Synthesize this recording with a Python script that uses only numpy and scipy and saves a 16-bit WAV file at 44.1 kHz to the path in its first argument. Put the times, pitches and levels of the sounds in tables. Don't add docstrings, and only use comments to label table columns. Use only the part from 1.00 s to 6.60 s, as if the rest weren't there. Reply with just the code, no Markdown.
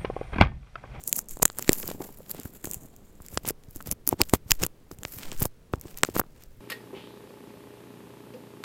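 import sys
import numpy as np
from scipy import signal
from scipy.fft import rfft, irfft
from scipy.io import wavfile

SR = 44100
rng = np.random.default_rng(int(sys.argv[2]) if len(sys.argv) > 2 else 0)


def put_to_file(sound):
    columns = np.atleast_2d(sound).T
    safe = np.clip(columns, -1, 1)
    whole_steps = np.round(safe * 32767)
    wavfile.write(sys.argv[1], SR, whole_steps.astype(np.int16))


N = 247120

# time in seconds, share free of slime from 0 to 1.
CAVITY_OPENING = [(0, 1), (.4, .87), (.6, .2), (1.5, .2), (1.7, .8), (2.1, .65), (2.3, .12), (5.6, .05)]


def film_snaps(times, levels_db, lengths_ms):
    # lower edge in Hz, upper edge in Hz.
    bands = [(2000, 5460), (4700, 8050), (10000, 15500)]
    lead = SR // 500
    age = (np.arange(400) - lead) / SR * 1000 / lengths_ms[:, None]
    envelope = np.exp(-np.where(age < 0, 6.0, 2.2) * age ** 2)
    bursts = rng.standard_normal(age.shape) * envelope
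    middle, broad, top = [band(bursts, low_hz, high_hz) for low_hz, high_hz in bands]
    ringing = cavity(broad, times[:, None])
    clicks = 0
    for part, level_db in zip((middle, ringing, top), levels_db):
        crest = np.sqrt(2 * np.mean(part[:, lead - 16:lead + 28] ** 2, axis=1))
        clicks = clicks + part * (from_db(level_db) / crest)[:, None]
    return place(times - lead / SR - .00015, clicks)


def clear_snaps():
    # centre in seconds, cavity-band level in dB, tilt towards the treble in dB, length in ms.
    ruptures = [(0.0384, -36.5, 11, .5), (0.077, -20.5, 9.5, .4), (0.1282, -10, 4.5, .5),
                (.159, -31, 2, .5), (.167, -33, 11, .7), (.186, -29, 13, 1.2), (0.1906, -22, 8.5, .9),
                (.2865, -38.5, 11, .9), (0.3103, -36.5, 11, 1.5), (.371, -39, 3, 1.2),
                (0.422, -27.5, 0, .7), (0.424, -17, -2, 1.1), (.4277, -12, 8, .9), (0.43, -9, 5, .6),
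                (0.4543, -9, 2, 1.4), (0.4571, -15, 9.5, .6), (.4796, -32.5, 3, .3),
                (.5006, -33.5, -11.5, .3), (.5867, -23.5, 11, .2), (0.5939, -26, 3, .5),
                (0.6253, -22.5, 4.5, .3), (.679, -29.5, -11, .7), (.693, -5.5, -9, .4),
                (0.7195, -30, 13, .3), (.7314, -11, 6.5, .2), (0.8298, -28.5, -6.5, .3),
                (0.8783, -27.5, 12.5, .3), (1.0194, -35.5, 2, .3), (1.1731, -54, 19, .3),
                (1.1863, -56, 22, .4), (1.3063, -39.5, 16.5, .7), (1.3467, -47, 14, 0.24),
                (1.3992, -34, 10, .3), (1.4334, -36.5, 6, 0.24), (1.642, -33, -1, .2),
                (1.645, -36, 13, 1.4), (1.6553, -25, 3, .5), (1.6724, -36, 1, .5), (1.713, -25.5, 8, .7),
                (1.735, -28.5, 7.5, .5), (1.704, -38, 9, .3), (1.744, -27.5, 8.5, 1.1),
                (1.964, -44.5, 7, .4), (2.221, -44.5, 11, .2), (2.2639, -37.5, 7, .3),
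                (2.285, -33.5, -0.5, .7), (2.321, -50, 13, .2), (2.345, -37, 7, .4),
                (2.3747, -19.5, -13, .6), (2.3776, -37.5, -26, .7), (2.4544, -31, -8, .3),
                (2.4771, -27.5, 13, .2), (2.4875, -23, 14, .3), (2.49, -19, 4, .3), (2.507, -28.5, 8, 1.3),
                (2.637, -52.5, -15, 0.37), (2.7096, -48.5, 14, .3), (2.7606, -32.5, 7.5, .7),
                (2.7647, -45, 13, .2), (2.7698, -38, 4, .2), (2.809, -41, -7, .2), (2.8255, -40, 10, .2),
                (2.8727, -31.5, 10, .7), (2.914, -15.5, 7.5, .3), (2.9166, -32, 4, 0.24),
                (2.924, -26.5, 5, 2.9), (3.0679, -33, 6, .2), (3.0757, -14, 11.5, .2),
                (3.0906, -17.5, 16, .2), (3.1236, -37, 6, 1.5), (3.2095, -30.5, -14.5, .8),
                (3.2044, -42, -3, .7), (3.216, -1, -.5, .8), (3.2352, -34, -9.5, .5), (3.2961, -27, -1, .2),
                (3.3363, -32.5, 22, .3), (3.3378, -17.5, -13.5, .2), (3.3503, -34.5, 4, .6),
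                (3.505, -27, 2, .2), (3.5088, -8, 3, .3), (3.5178, -0.5, 0, .9), (3.6193, -36, -11, 0.61),
                (3.6297, -19.5, 1, 1), (3.6358, -17, -2, 2.7), (3.636, -19.5, 5, 1), (3.6512, -36, 11, 1.8),
                (3.665, -19.5, 7, .9), (3.9153, -37, -0.5, 1.3), (3.9872, -40, 2.5, .3),
                (4.0337, -27, 0.5, .4), (4.0513, -31, -23, .3), (4.233, -42, -25, .3), (4.317, -28, -9, .6),
                (4.3223, -46, -15, .5), (4.4047, -36, 20, 0.68), (4.4224, -24, 3, 0.24),
                (4.4262, -27, 18.5, 0.58), (4.4305, -20.5, 10, .4), (4.4553, -20, 3, .5),
                (4.7311, -46, 8, 0.48), (4.736, -42, -21.5, 1), (4.798, -50, 11, 0.18),
                (4.8126, -31.5, 5.5, .2), (4.944, -43.5, -4, .3), (4.9744, -31, 8.5, .2),
                (4.9863, -33, 9, .3), (5.0097, -46, -3, .2), (5.017, -50, 7, .2), (5.0342, -2, -6.5, 0.33),
                (5.0491, -27, -13.5, .4), (5.1537, -35, -7, 1), (5.165, -41, -3, 1), (5.1764, -33, 14, .9),
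                (5.1823, -31, 16, 0.28), (5.1965, -24.5, 2, .6), (5.1993, -25, 20, .3),
                (5.437, -40.5, 5, .8)]
    times, cavity_db, tilt_db, lengths_ms = np.transpose(ruptures)
    outer_db = cavity_db - 4 + 0.34 * np.minimum(tilt_db, 0)
    return film_snaps(times, (outer_db - tilt_db, cavity_db, outer_db + tilt_db), lengths_ms)


def crackle(top_db, cavity_db, middle_db, count=1100):
    at = rng.integers(SR // 100, N, count)
    size, length, *colours = rng.standard_normal((count, 5)).T
    over_fizz_db = 1.5 + 0.65 * (top_db[at] + 37.5) + 5.5 * size
    levels_db = [fizz_db[at] + over_fizz_db + 3.0 * colour
                 for fizz_db, colour in zip((middle_db, cavity_db, top_db), colours)]
    lengths_ms = np.clip(.45 * np.exp(.7 * length), .2, 2.2)
    return film_snaps(at / SR, levels_db, lengths_ms)


def pocket_pops():
    # crest time in seconds, swing peak in dB, pitch in Hz, ring length in cycles,
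    # knock peak in dB, knock pitch in Hz.
    pockets = [(0.1286, -30, 387, 0.37, -52, 1740), (0.1907, -33.5, 600, 0.37, -29, 1230),
               (0.3713, -29, 440, .55, -52, 900), (.3995, -29, 378, .5, -45, 880),
               (0.421, -25, 670, 5.1, -25, 920), (0.427, -17.5, 287, 1.5, -21.5, 1100),
               (0.4303, -11, 517, 0.43, -18.5, 1020), (0.454, -21.5, 322, 1.2, -12.5, 1780),
               (0.4579, -22.5, 356, 0.45, -25.5, 1190), (.5007, -30.5, 490, 0.46, -29.5, 1350),
               (.587, -39, 540, 0.76, -27.5, 1520), (.5938, -24.5, 466, 0.43, -33, 1110),
               (0.6787, -38, 210, 3.3, -31, 1700), (.6935, -3.5, 343, 1.8, -13.5, 1630),
               (0.7137, -26, 380, 0.9, -37, 1320), (.724, -27, 320, 0.71, -53.5, 1010),
               (.8012, -41, 530, 1.8, -40, 960), (0.8334, -31.5, 520, 2.3, -36, 1600),
               (0.8406, -31.5, 375, 4, -38, 1130), (0.8896, -27.5, 333, 1.6, -32.5, 1460),
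               (0.9138, -23.5, 547, 1.7, -45, 825), (0.9496, -32, 280, 5, -46, 920),
               (1.004, -32.5, 370, 2.3, -54, 870), (1.0065, -26, 327, 4.8, -32, 830),
               (1.0172, -25.5, 415, 0.57, -47, 830), (1.0914, -39, 420, 3.6, -40.5, 835),
               (1.2049, -35, 516, 7.1, -64, 820), (1.348, -30.5, 466, 1.5, -63, 850),
               (1.393, -31, 290, 2, -62, 870), (1.456, -29.5, 240, 2.2, -35.5, 1390),
               (1.6452, -28.5, 307, 3.5, -28.5, 1680), (1.6733, -26, 390, 0.73, -61, 820),
               (2.2032, -48, 240, 2, -40.5, 1100), (2.3748, -14.5, 494, 0.79, -19, 1200),
               (2.4501, -28.5, 420, 1.3, -32.5, 930), (2.479, -25, 300, 0.98, -37, 1556),
               (2.5065, -21, 390, 2.3, -60, 1190), (2.762, -34, 288, 3, -70, 930),
               (2.8054, -53, 247, 5.2, -30, 1330), (2.81, -49, 283, 3.1, -36, 1360),
               (2.8744, -28, 290, 0.89, -52, 1060), (2.9252, -32.5, 231, 2.1, -34, 1070),
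               (3.0768, -27, 287, 4.4, -33, 1100), (3.091, -31, 316, 2.5, -31, 1020),
               (3.128, -11.5, 352, 1.45, -16.5, 860), (3.1405, -27, 298, 2, -56, 800),
               (3.2056, -20, 320, 4.9, -18.5, 970), (3.2125, -20, 322, 2.3, -20, 1040),
               (3.2166, -17, 377, 1.4, -20.5, 1600), (3.3371, -4, 306, 0.86, -9.5, 1230),
               (3.3404, -22, 190, 1.4, -27, 1080), (3.3489, -43, 362, 0.99, -21.5, 1125),
               (3.504, -34, 295, 1.7, -32.5, 1120), (3.5174, -21.5, 434, 0.58, -11.5, 1670),
               (3.6304, -25, 400, 1.7, -45, 1250), (3.6349, -31, 410, 1.3, -21, 1325),
               (3.6492, -34, 490, 3.6, -30, 1330), (3.665, -26, 380, 0.6, -41, 1070),
               (3.9135, -31.5, 343, 2.3, -35.5, 1340), (4.0337, -42.5, 283, 2.2, -30, 1710),
               (4.0516, -23, 422, 0.45, -27, 1280), (4.2318, -45, 450, 1.6, -34.5, 1680),
               (4.3223, -29.5, 302, 0.84, -33.5, 1420), (4.4209, -23, 283, 1.8, -25, 1080),
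               (4.4515, -27, 320, .93, -29.5, 1230), (4.4563, -15.5, 376, 0.45, -30, 936),
               (4.7374, -14.5, 365, 1.6, -17, 1285), (4.8557, -32, 342, 4.5, -48, 1140),
               (5.0354, -11.5, 477, 1.35, -5.5, 1470), (5.049, -26.5, 576, 1.9, -21.5, 1320),
               (5.0889, -22, 370, 2, -59, 805), (5.152, -37, 653, 3, -30, 1080),
               (5.1653, -15.5, 314, 1.2, -17, 1340), (5.1968, -11, 510, 0.56, -12.5, 1150),
               (5.2015, -24, 473, 0.44, -26, 810), (5.2146, -27.5, 402, 1.9, -24.5, 1390),
               (5.2385, -41, 400, 0.96, -40, 1210)]
    times, swing_db, hz, cycles, knock_db, knock_hz = np.transpose(pockets)[:, :, None]
    cycles = np.clip(cycles, .5, 4)
    sign = rng.choice([-1, 1], times.shape)
    swing = from_db(swing_db) * damped_swing(hz, 24.0 / cycles, 83, 1400, samples=1500)
    knock = from_db(knock_db) * damped_swing(knock_hz, 10.0 / cycles ** .3, 380, 2800, samples=400)
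    return place((times - 0.28 / hz)[:, 0], sign * swing) + place(times[:, 0] - .0004, sign * knock)


def thuds():
    # crest time in seconds, peak level in dB.
    pushes = [(0.426, -27.5), (.456, -35), (0.695, -34), (0.85, -39), (0.951, -39), (1.457, -33),
              (1.674, -40), (1.771, -36.5), (2.211, -39.5), (2.343, -35), (2.374, -33), (2.447, -39),
              (2.509, -37), (2.688, -38.5), (2.764, -37), (2.891, -30.5), (2.931, -33.5), (3.076, -41),
              (3.139, -31), (3.219, -26.5), (3.34, -20), (3.359, -31.5), (3.466, -36), (3.518, -25.5),
              (3.625, -27.5), (3.654, -32.5), (3.929, -40), (3.995, -40), (4.055, -37), (4.173, -36.5),
              (4.4, -34), (4.426, -22), (4.461, -30), (4.741, -22), (4.783, -36.5), (4.858, -37),
              (5.111, -40), (5.14, -43), (5.203, -24)]
    times, peak_db = np.transpose(pushes)[:, :, None]
    direction, detune = rng.standard_normal((len(times), 2)).T[:, :, None]
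    hz = 93 * np.exp(.08 * detune)
    swing = from_db(peak_db) * damped_swing(hz, 22.0, 40, 250, samples=4000)
    return place((times - .55 / hz)[:, 0], np.sign(direction) * swing)


def tearing_levels():
    # crest time in seconds, top fizz in dB, 20 dB rise time in ms, 20 dB fall time in ms,
    # middle fizz relative to top in dB, squelch in dB.
    tears = [(0.083, -36.5, 18, 31, -24, -47.5), (0.178, -39.5, 53, 38, -17.5, -49),
             (.309, -49.5, 22, 95, -10, -60), (0.431, -30.5, 12.5, 2, -9, -29.5),
             (0.6, -50.5, 63, 127, -3.5, -48), (0.701, -45, 76, 82, -4, -47.5),
             (0.801, -41, 112.5, 100, -15, -48), (0.883, -45, 63, 77, -3.5, -42),
             (1.041, -50, 82, 81, -7.5, -42.5), (1.307, -43, 23, 27, -11.5, -45.5),
             (1.39, -62.5, 78, 64, 6, -47.5), (1.456, -50.5, 27, 55, -8, -62),
             (1.555, -52.5, 27, 35, -8, -52), (1.655, -48.5, 20, 76, -9, -52),
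             (1.73, -52, 87, 60, -12, -45.5), (1.841, -60, 82, 48, -17, -51),
             (2.26, -63, 84, 60, -0.5, -64), (2.335, -50.5, 47, 61, -7, -49),
             (2.494, -39.5, 58, 20.5, -4, -37.5), (2.79, -56.5, 102, 63, -8, -60),
             (2.875, -45, 22, 34, -3.5, -42.5), (2.92, -35.5, 18.5, 13, -16, -39),
             (3.083, -49, 25, 34, -7, -52), (3.131, -51, 39, 15, 0, -39), (3.211, -44, 27.5, 22, 6, -31),
             (3.344, -35, 23, 22.5, -4.5, -31.5), (3.512, -48, 42.5, 60, -4.5, -48.5),
             (3.637, -39.5, 44.5, 25, 2, -33), (3.92, -58, 14, 35, -9, -57), (4.14, -47, 87, 108, -14, -61),
             (4.26, -56.5, 157, 173, 7.5, -46), (4.421, -37, 44, 34, -6.5, -40.5),
             (4.455, -37, 26, 20, -11, -39), (4.739, -65.5, 24, 57, 0.5, -46),
             (4.871, -58, 67, 130, 1, -55), (4.981, -54, 18, 27, 5, -56.5), (5.039, -51, 12, 105, -2, -52),
             (5.16, -40, 22.5, 42, -0.5, -34), (5.196, -36.5, 35, 13, -17, -34.5),
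             (5.43, -70, 150, 51, 5, -60)]
    # time in seconds, top fizz in dB, squelch in dB.
    settling = [(0, -63, -58.5), (.2, -61.5, -51), (.25, -80, -57.5), (.44, -62, -62.5), (.55, -68, -63),
                (.97, -60, -52), (1.13, -64, -58.5), (1.27, -60, -58.5), (1.52, -64.5, -56.5),
                (1.85, -64.5, -62), (1.92, -75.5, -59), (2.14, -72, -61.5), (2.55, -85.5, -62),
                (2.7, -70, -62), (3.05, -87, -64), (3.3, -53.5, -61), (3.391, -80, -66), (3.9, -83.5, -62),
                (4.051, -59, -55.5), (4.4, -56.5, -77), (4.501, -96, -77), (4.699, -87, -61.5),
                (5.0, -71.5, -54), (5.25, -79.5, -60.5), (5.6, -73.5, -72.5)]
    t = np.arange(0, N, 32) / SR
    times, calm_top_db, calm_squelch_db = np.transpose(settling)
    calm_db = np.interp(t, times, calm_top_db)
    power = from_db(2 * np.array([calm_db, calm_db - 6.5, np.interp(t, times, calm_squelch_db)]))
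    for crest_s, top_db, rise_ms, fall_ms, relative_db, squelch_db in tears:
        distance = 1000 * np.where(t < crest_s, (crest_s - t) / rise_ms, (t - crest_s) / fall_ms)
        loss_db = 20 * np.minimum(distance, 4) ** 1.53
        crest_db = np.array([[top_db], [top_db + relative_db], [squelch_db]])
        power = power + from_db(2 * (crest_db - loss_db))
    top_db, middle_db, squelch_db = 10 * np.log10(power)
    cavity_db = top_db - 0.5 + 0.45 * (middle_db - top_db) + 3 * free_share(t)
    return [np.interp(np.arange(N) / SR, t, db) for db in (top_db, cavity_db, middle_db, squelch_db)]


def fizz(top_db, cavity_db, middle_db):
    clumps = from_db(3.4 * drift(78) + 1.6 * drift(250))
    clicks = unit_rms(impulses(per_s=1800, spread_db=5.5))
    coloured = unit_rms(clicks * from_db(rng.normal(0, 6, (3, N))))
    bursts = clumps * (.9 * coloured + rng.standard_normal(N))
    top = band(bursts[0], 10500, 15000)
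    ringing = cavity(band(bursts[1], 4100, 9600), np.arange(N) / SR)
    middle = band(bursts[2], 1000, 5600)
    return (from_db(top_db) * median_scaled(top) + from_db(cavity_db) * median_scaled(ringing)
            + from_db(middle_db) * median_scaled(middle))


def squelch(level_db):
    gurgle = sum(resonance(impulses(per_s=120, spread_db=2.5), hz, 0.54 * hz) / hz ** 1.3
                 for hz in (162, 240, 380, 630, 953))
    return from_db(level_db + 0.87 * drift(25)) * unit_rms(band(gurgle, 80, 990))


def heave():
    # centre in seconds, peak before leakage in dB, width in ms, 1 to press or -1 to pull away.
    squeezes = [(0.324, -32, 35, -1), (0.348, -34, 12, 1), (0.428, -35, 15, 1), (0.708, -29, 40, 1),
                (0.775, -37, 50, -1), (0.855, -36, 94, 1), (2.771, -36.5, 22, 1), (2.925, -34, 15, -1),
                (3.224, -33, 16, 1), (3.286, -39, 32, -1), (3.341, -34.5, 12.2, 1), (3.524, -21.5, 19, 1),
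                (3.597, -26, 25, -1), (4.28, -28, 44, 1), (4.389, -23, 34, -1), (4.425, -41, 17, 1),
                (4.953, -35, 24, 1), (5.172, -33, 18, 1), (5.195, -46, 21, -1)]
    t = np.arange(N) / SR
    pressure = sum(np.sign(direction) * from_db(peak_db) * np.exp(-2.8 * ((t - centre) * 1000 / ms) ** 2)
                   for centre, peak_db, ms, direction in squeezes)
    leaked = signal.sosfilt(signal.butter(1, 2.5, "high", fs=SR, output="sos"), pressure)
    sway_db = -55 + 3.3 * drift(4.8)
    sway = unit_rms(band(rng.standard_normal(N + SR), 3.0, 27)[SR:])
    return leaked + from_db(sway_db) * sway


def room_noise():
    # frequency in Hz, relative spectral density in dB.
    spectrum = [(20, -14.5), (35, -20.5), (70, -15.5), (125, -16.5), (300, -27.5), (450, -25), (750, -40),
                (1100, -39), (3000, -44.5), (16000, -52)]
    corner_hz, density_db = np.transpose(spectrum)
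    hz = np.maximum(np.arange(N // 2 + 1) * SR / N, 1)
    gain = from_db(np.interp(np.log(hz), np.log(corner_hz), density_db)) * (hz > 15)
    return from_db(-57) * unit_rms(irfft(rfft(rng.standard_normal(N)) * gain, N))


def cavity(x, times, hz=7200, width_hz=1540):
    free = free_share(times)
    ringing = resonance(resonance(x, hz, width_hz), hz, 2 * width_hz)
    return 3.2 * free * ringing + (1 - free) * x


def free_share(times):
    return np.interp(times, *np.transpose(CAVITY_OPENING))


def damped_swing(hz, fall_db_per_cycle, low_hz, high_hz, samples):
    cycles = hz * np.arange(samples) / SR
    rows = band(np.sin(2 * np.pi * cycles + .5) * from_db(-fall_db_per_cycle * cycles), low_hz, high_hz)
    return rows / np.abs(rows).max(axis=1, keepdims=True)


def resonance(x, hz, width_hz):
    r = np.exp(-np.pi * width_hz / SR)
    feedback = [1, -2 * r * np.cos(2 * np.pi * hz / SR), r * r]
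    return signal.lfilter(np.array([1, 0, -1]) * (1 - r * r) / 2, feedback, x)


def impulses(per_s, spread_db):
    sizes = from_db(spread_db * np.minimum(rng.exponential(1, N), 4)) * rng.choice([-1, 1], N)
    return sizes * (rng.random(N) < per_s / SR)


def drift(hz):
    r = np.exp(-2 * np.pi * hz / SR)
    return unit_rms(signal.lfilter([1], [1, -2 * r, r * r], rng.standard_normal(N + SR))[SR:])


def place(times, sounds):
    track = np.zeros(N + sounds.shape[1])
    for start_s, sound in zip(times, sounds):
        start = round(start_s * SR)
        track[start:start + len(sound)] += sound
    return track[:N]


def band(x, low_hz, high_hz):
    return signal.sosfilt(signal.butter(2, [low_hz, high_hz], "band", fs=SR, output="sos"), x)


def median_scaled(x):
    return x * .6745 / np.median(np.abs(x))


def unit_rms(x):
    return x / np.sqrt(np.mean(x ** 2) + 1e-20)


def from_db(db):
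    return 10 ** (np.asarray(db) / 20)


def scene():
    *fizz_db, squelch_db = tearing_levels()
    films = clear_snaps() + crackle(*fizz_db)
    slime = films + pocket_pops() + thuds() + fizz(*fizz_db) + squelch(squelch_db) + heave()
    return (slime + room_noise())[None]


def record(dry, cutoff_hz=15900):
    clipped = np.clip(dry, -.9, .9)
    return signal.sosfilt(signal.ellip(9, .5, 85, cutoff_hz, fs=SR, output="sos"), clipped)


dry = scene()
out = record(dry)
put_to_file(out)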